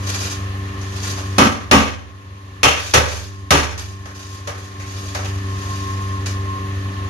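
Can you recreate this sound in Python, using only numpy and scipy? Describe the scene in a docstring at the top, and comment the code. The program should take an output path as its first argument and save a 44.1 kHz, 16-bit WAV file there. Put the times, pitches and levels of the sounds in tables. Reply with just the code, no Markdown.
"""A small tiled kitchen, with a four-blade extractor fan humming, whining and rushing behind everything.
Close to a stereo microphone, a thin metal strainer is knocked twice on the rim of a big pot and slapped
three times by hand: strainer and pot ring, the perforated sheet shakes and the loose rim rattles.
A gloved hand wipes and taps the metal, softly before the blows and more busily after them.
The recorder's gain control ducks after loud blows and creeps back."""
import sys
import numpy as np
from scipy import signal
from scipy.fft import rfft, irfft, next_fast_len
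from scipy.io import wavfile
from scipy.ndimage import uniform_filter1d, minimum_filter1d

SR = 44100
rng = np.random.default_rng(int(sys.argv[2]) if len(sys.argv) > 2 else 0)


def file_out(sig):
    """Save sig as 16-bit WAV at sys.argv[1]."""
    # one column per channel
    cols = np.atleast_2d(sig).T
    # limit, then scale
    lim = np.clip(cols, -1, 1)
    pcm = np.round(lim * 32767).astype(np.int16)
    wavfile.write(sys.argv[1], SR, pcm)


N = 312669

# finger taps: (time [s], strength [dB], extra bass [dB], pitch the struck spot favours [Hz],
# its lift [dB], rattle length [s], level of the glove's skid [dB])
FINGER_TAPS = [(0.813, -43.5, 1, 6000, 11, 0.0098, -39), (1.174, -35, -8, 577, 8.7, 0.019, -39),
               (4.055, -28.5, -15, 1500, 3.3, 0.0076, -33), (4.473, -22, 7, 540, 6.6, 0.019, -23.5),
               (4.799, -35.5, -5, 2110, 12, 0.017, -35), (5.148, -22.5, 2, 603, 4, 0.012, -28),
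               (5.246, -33.5, -1, 3000, 13, 0.0096, -34), (6.26, -39, -7, 5070, 12, 0.015, -23)]


def from_db(db):
    """Gain of a dB value."""
    return 10 ** (np.asarray(db) / 20)


def unit_rms(x):
    """Scaled to rms 1."""
    return x / np.sqrt(np.mean(x ** 2) + 1e-20)


def at_hz(table, hz, column=1):
    """A column of a table read on a log-frequency axis."""
    table = np.array(table)
    return np.interp(np.log(hz), np.log(table[:, 0]), table[:, column])


def drift(rate_hz):
    """Slow random wander of rms 1."""
    pole = np.exp(-80 * np.pi * rate_hz / SR)
    slow = signal.lfilter([1], [1, -2 * pole, pole * pole], rng.standard_normal(N // 40 + 2002))[2000:]
    return np.interp(np.arange(N) / 40, np.arange(len(slow)), unit_rms(slow))


def widen(mid, side, hz):
    """Left and right from two unrelated signals, as alike as the microphone's ports hear that pitch."""
    # (frequency [Hz], left-right likeness [-1 to 1])
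    likeness = [(30, 0.52), (60, 0.97), (90, 1), (150, 0.96), (300, 0.99), (600, 0.2), (1200, -0.31),
                (3000, 0.11), (12000, -0.07)]
    alike = np.clip(at_hz(likeness, hz), -1, 1)
    mid, side = np.sqrt(1 + alike) * mid, np.sqrt(1 - alike) * side
    return np.array([mid + side, mid - side]) / np.sqrt(2)


def stereo_bands(edges, noise):
    """Yields (centre in Hz, stereo band); neighbouring bands come from different noise pairs."""
    for k, (low, high) in enumerate(zip(edges, edges[1:])):
        bandpass = signal.butter(2, [low, high], "band", fs=SR, output="sos")
        hz = np.sqrt(low * high)
        yield hz, widen(*signal.sosfilt(bandpass, noise[k % 2]), hz)


def banded_noise(spectrum, noise, flicker_db):
    """Half-octave bands of stereo noise, each with its own level and flicker; rms 1."""
    bands = stereo_bands(25 * 2 ** np.arange(0, 9.6, .5), noise)
    return unit_rms(sum(from_db(at_hz(spectrum, hz) + flicker_db * drift(33)) * band for hz, band in bands))


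def fan_air():
    """Rushing air, lifted at the resonances of the fan housing."""
    # air spectrum: (frequency [Hz], relative density [dB])
    spectrum = [(20, 1), (45, -22.5), (90, -1.5), (130, -15), (250, -18.5), (400, -20.5), (620, -22.5),
                (1100, -29), (1470, -23), (1900, -26.5), (3000, -25), (6700, -38.5), (8200, -24.5),
                (13000, -27.5), (20000, -31)]
    # housing resonances: (frequency [Hz], width [Hz], level [dB])
    housing = [(1094, 153, 9), (1767, 140, 4.5)]
    white = rng.standard_normal((2, 2, N))
    resonance = sum(from_db(level_db) * signal.lfilter(*signal.iirpeak(hz, hz / width_hz, SR), white)
                    for hz, width_hz, level_db in housing)
    return from_db(-33) * banded_noise(spectrum, white + resonance, flicker_db=1.0)


def fan(shaft_hz=24.24, whine_multiple=44.04):
    """Blade and motor tones that waver with turbulence, over rushing air."""
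    # (multiple of the shaft rate, base level [dB], wavering [dB])
    tones = [(4, -24, 2.2), (5, -45, 3.0), (8, -38, 1.5), (11, -49, 3.0), (12, -38, 1.5), (16, -40, 1.5),
             (24, -55, 3.0), (3, -36, 3), (43, -54, 2), (44.04, -36.8, 2.6), (45, -52, 2), (46, -51, 2),
             (49, -54, 2), (54, -56, 2), (71.4, -54, 2), (72.4, -46, 2), (75.4, -57, 2), (78.3, -55, 2),
             (79.25, -51, 2)]
    # slow rise and fall in heard level, the hum's from the fan and the recorder's gain together:
    # (time [s], hum [dB], whine [dB])
    heard_levels = [(0, -3.5, -4.5), (1, -4, -7.5), (1.5, -4, -2), (2.3, -6.5, -7), (3.2, -1, -1.5),
                    (3.999, -1.5, -0.5), (4.498, -6, -0.5), (5.399, -1, -8), (5.698, -3.5, 4), (6.1, -2, 6),
                    (6.25, -2, -4.5), (6.5, -2, 5.5), (6.8, -1.5, -6), (7.09, -4, 0)]
    times, hum_db, whine_db = np.transpose(heard_levels)
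    turns = np.cumsum(shaft_hz * (1 + 0.00076 * drift(1.2))) / SR
    out = fan_air()
    for multiple, level_db, waver_db in tones:
        phase = 2 * np.pi * (multiple * turns + rng.random())
        heard_db = np.interp(np.arange(N) / SR, times, whine_db if multiple == whine_multiple else hum_db)
        gain = np.sqrt(2) * from_db(level_db + heard_db + waver_db * np.minimum(drift(7.7), 1))
        out += gain * widen(np.sin(phase), np.cos(phase), multiple * shaft_hz)
    return out


def kitchen_echoes(x, t60_s=0.51, wall_cut_hz=4630):
    """Eight echo paths a side between tiled walls, duller on every round."""
    size = next_fast_len(N + SR)
    omega = 2 * np.pi * np.arange(size // 2 + 1) / size
    dull = 1 / (1 + 1j * omega * SR / (2 * np.pi * wall_cut_hz))
    echoes = np.zeros((2, len(omega)), complex)
    for k, lag in enumerate(rng.uniform(.009, .034, 16) * SR):
        loop = from_db(-60 * lag / SR / t60_s) * dull * np.exp(-1j * omega * lag)
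        echoes[k % 2] += (-1) ** (k // 2) * loop / (1 - loop)
    return irfft(rfft(x, size) * echoes, size)[:, :N]


def dense_modes(length, peaky_db=3.5, peak_width_hz=50):
    """Two pairs of noises for the sheet's dense modes, bunched into narrow peaks at chance pitches."""
    spectrum = rfft(rng.standard_normal((2, 2, length)))
    width = max(int(peak_width_hz * length / SR), 1)
    peaks = uniform_filter1d(uniform_filter1d(rng.standard_normal(spectrum.shape[-1]), width), width)
    return irfft(spectrum * from_db(peaky_db * np.minimum(unit_rms(peaks), 1.6)), length)


def wiping(skid_held_s=0.014, skid_fade_s=0.079):
    """Dense slips of the glove over the holes, louder with pressure."""
    # (time of full pressure [s], 20 dB rise [s], hold [s], level [dB], 20 dB fade [s]);
    # rise and fade have lower limits, set below
    strokes = [(0.095, 0.06, 0.011, -22.5, -0.01), (0.148, .03, 0.011, -24.5, 0.04),
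               (0.227, 0.22, 0.046, -21, 0.08), (0.299, -0.1, 0.03, -29, 0.15), (.97, 0.22, 0.11, -32, 0.9),
               (1.08, 0.11, 0.033, -25, 0.06), (2.79, -0.12, .08, -16.5, 0.34),
               (3.078, -0.2, 0.11, -16.5, 0.17), (3.778, -0.02, 0.022, -16, 0.16),
               (4.148, -0.14, 0.093, -30, -0.5), (4.33, 0.33, 0.014, -28.5, 0.23),
               (4.58, -0.9, 0.09, -35, 0.14), (4.891, 0.14, 0.054, -33, 0.38),
               (5.041, 0.2, 0.019, -32, 0.7), (5.66, 0.2, 0.11, -36, 0.2), (5.931, 0.4, 0.011, -38, 0.4)]
    # glove on metal: (frequency [Hz], relative density [dB])
    spectrum = [(240, -70), (400, -4.5), (694, -13), (1090, -6.5), (1280, -6.5), (6220, -6.5), (7620, -2.5),
                (12800, 0.5), (16700, -19), (22000, -120)]
    t = np.arange(N) / SR
    skids = [(tap[0], 0, skid_held_s, tap[-1], skid_fade_s) for tap in FINGER_TAPS]
    pressure = from_db(-50) * (t > 2.7)  # from here the glove rests on the metal and rustles faintly
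    for full_s, rise_s, held_s, level_db, fade_s in strokes + skids:
        rise_db = 20 * np.maximum(full_s - t, 0) / max(rise_s, .002)
        fade_db = 20 * np.maximum(t - full_s - held_s, 0) / max(fade_s, .04)
        pressure += from_db(level_db - rise_db - fade_db)
    slips = dense_modes(next_fast_len(N))[..., :N] * from_db(1.4 * drift(46.0))
    return uniform_filter1d(pressure, size=120) * banded_noise(spectrum, slips, flicker_db=0.95)


def excited_db(kind, bass_db, spot_hz, lift_db, hz, bass_edge_hz=188, spot_octaves=0.17):
    """What a blow puts into each pitch: contact colour, weight in the bass, a lift at the spot's pitch."""
    # contact colours: (frequency [Hz], rim [dB], palm [dB], fingers [dB])
    contact = [(75, -27.5, -25.5, -32), (141, -27, -24, -25.5), (234, -8, -27, -40),
               (382, -17.5, -16.5, -17), (564, -15, -17, -11.5), (810, -16, -15.5, -10),
               (1150, -14.5, -13, -11), (1500, -16, -15, -9), (2700, -16, -13.5, -14),
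               (6000, -14.5, -10.5, -10.5)]
    weight_db = bass_db / (1 + (hz / bass_edge_hz) ** 4)
    spot_db = lift_db * np.exp(-.5 * (np.log2(hz / spot_hz) / spot_octaves) ** 2)
    return at_hz(contact, hz, column=kind + 1) + weight_db + spot_db


def strainer(crack_db=8, crack_s=0.0084):
    """Each blow shakes the clear modes and the dense sheet; the loose rim feeds them while it rattles."""
    # clear modes of strainer and pot: (frequency [Hz], level [dB], free t60 [s])
    modes = [(77, 7, 1.0), (60, -6, .5), (135, -4, .3), (212, -2, .3), (240, -9, .3), (275, -1, .35),
             (293, -7, .35), (447, -8, .35), (482, -9, .35), (511, -6, .4), (562, -9, .3), (600, -8, .35),
             (625, -10, .3), (735, -5, .4), (790, -8, .3), (855, -4, .35), (1106, -6, .4), (1175, -2, .4),
             (1215, -6, .35), (1310, -7, .35), (1669, -9, .35), (1981, -8, .3), (2151, -11, .3),
             (2560, -11, .3), (2762, -8, .35), (2936, -9, .35), (3186, -11, .3)]
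    # dense modes of the perforated sheet: (frequency [Hz], band level [dB], free t60 [s])
    sheet = [(35, -7, 0.31), (111, 7, 0.36), (290, -4, 0.38), (556, -1.5, 0.54), (1210, 2.5, 0.44),
             (1480, 1, 0.59), (2540, -0.5, 0.56), (4550, -6, 0.54), (6530, -2.5, 0.54), (8700, 0.5, 0.48),
             (13000, 3.5, 0.45)]
    # blows on the pot's rim and by the palm: columns as in FINGER_TAPS, without the skid
    rim_knocks = [(1.382, -2.5, 2, 1150, 3.5, 0.073), (1.712, 10.5, 1, 2700, 2.5, 0.037)]
    slaps = [(2.631, 4.7, -1, 2750, 5.8, 0.035), (2.937, 6.7, 4.5, 523, 6.9, 0.015),
             (3.506, 4.7, 5.5, 329, 9, 0.041)]
    # share of the free ring time that the damping hand leaves: (rim, palm, fingers)
    ring_share = [0.81, 0.87, 0.76]
    length = int(.7 * SR)
    t = np.arange(length) / SR
    hz, level_db, t60 = np.transpose(modes)
    band_hz, bands = zip(*stereo_bands(28 * 2 ** np.arange(0, 9.2, .4), dense_modes(2 * length)))
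    band_hz, bands = np.array(band_hz), [unit_rms(band) for band in bands]
    band_t60 = at_hz(sheet, band_hz, column=2)
    build_up = 1 - np.exp(-t * hz[:, None] / 1.1)  # low modes take longer to build up
    treble_crack = from_db(crack_db) * np.exp(-t / crack_s) * np.minimum(band_hz / 5000, 1)[:, None]
    rim_chatter = from_db(1.45 * drift(32.0))
    blows = [(kind, *row[:6]) for kind, rows in enumerate((rim_knocks, slaps, FINGER_TAPS)) for row in rows]
    chance = rng.random((len(blows), 3, len(hz)))
    out = np.zeros((2, N + length))
    for (kind, start_s, blow_db, *colour, rattle_s), (strength, phase, skew) in zip(blows, chance):
        decay = -np.log(1000) * np.maximum(t - rattle_s, 0) / ring_share[kind]
        gain = from_db(blow_db + level_db + excited_db(kind, *colour, hz) + 3.8 * strength)
        rings = build_up * np.exp(2j * np.pi * hz[:, None] * t + decay / t60[:, None])
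        mid = np.exp(2j * np.pi * phase)
        side = mid * np.exp(2j * np.pi * skew)
        sound = (gain * widen(mid, side, hz) @ rings).imag
        band_gain = from_db(blow_db + at_hz(sheet, band_hz) + excited_db(kind, *colour, band_hz))
        shake = band_gain[:, None] * (np.exp(decay / band_t60[:, None]) + treble_crack)
        offset = int(phase[0] * length)
        stretch = slice(offset, offset + length)  # each blow has its own stretch of noise
        shake *= (1 - np.exp(-t / 0.00078)) * rim_chatter[stretch]
        sound += sum(band[:, stretch] * envelope for band, envelope in zip(bands, shake))
        out[:, round(start_s * SR):][:, :length] += sound
    return out[:, :N]


def scene():
    """Strainer and hand close to the microphone; the walls answer the blows and the fan runs behind."""
    metal = strainer()
    return metal + from_db(-21) * kitchen_echoes(metal) + wiping() + fan()


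def gain_control(x, threshold_db=-18, share=0.71, attack_s=0.076, recover_db_per_s=6):
    """The recorder ducks by a share of the level above its threshold, then creeps back."""
    hop = 128
    power = uniform_filter1d(np.mean(x ** 2, axis=0), size=1024)[::hop]
    wanted_db = share * np.maximum(10 * np.log10(power + 1e-12) - threshold_db, 0)
    duck_db, now_db = np.zeros(len(wanted_db)), 0.
    for i, want_db in enumerate(wanted_db):
        gap_db = want_db - now_db
        now_db += gap_db * hop / SR / attack_s if gap_db > 0 else max(gap_db, -recover_db_per_s * hop / SR)
        duck_db[i] = now_db
    return x * from_db(-np.interp(np.arange(N), np.arange(len(duck_db)) * hop, duck_db))


def record(dry, shelf_hz=6930, shelf_db=-15.5, stop_hz=13300):
    """A microphone weak in deep bass and high treble, then gain control, limiter, clipping and top cut."""
    x = signal.sosfilt(signal.butter(2, 40, "high", fs=SR, output="sos"), dry)
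    below = signal.sosfiltfilt(signal.butter(12, shelf_hz, fs=SR, output="sos"), x)
    x = below + from_db(shelf_db) * (x - below)
    x = gain_control(x * from_db([[0.2], [-0.2]]))  # the left port hears a little more
    limiter_gain = minimum_filter1d(1.471 / np.maximum(np.abs(x).max(axis=0), 1.3), size=400)
    x = np.clip(x * uniform_filter1d(limiter_gain, size=200), -1, 1)
    top_cut = signal.cheby2(12, 50, stop_hz, fs=SR, output="sos")
    return np.clip(signal.sosfilt(top_cut, x), -1, 1)


dry = scene()
out = record(dry)
file_out(out)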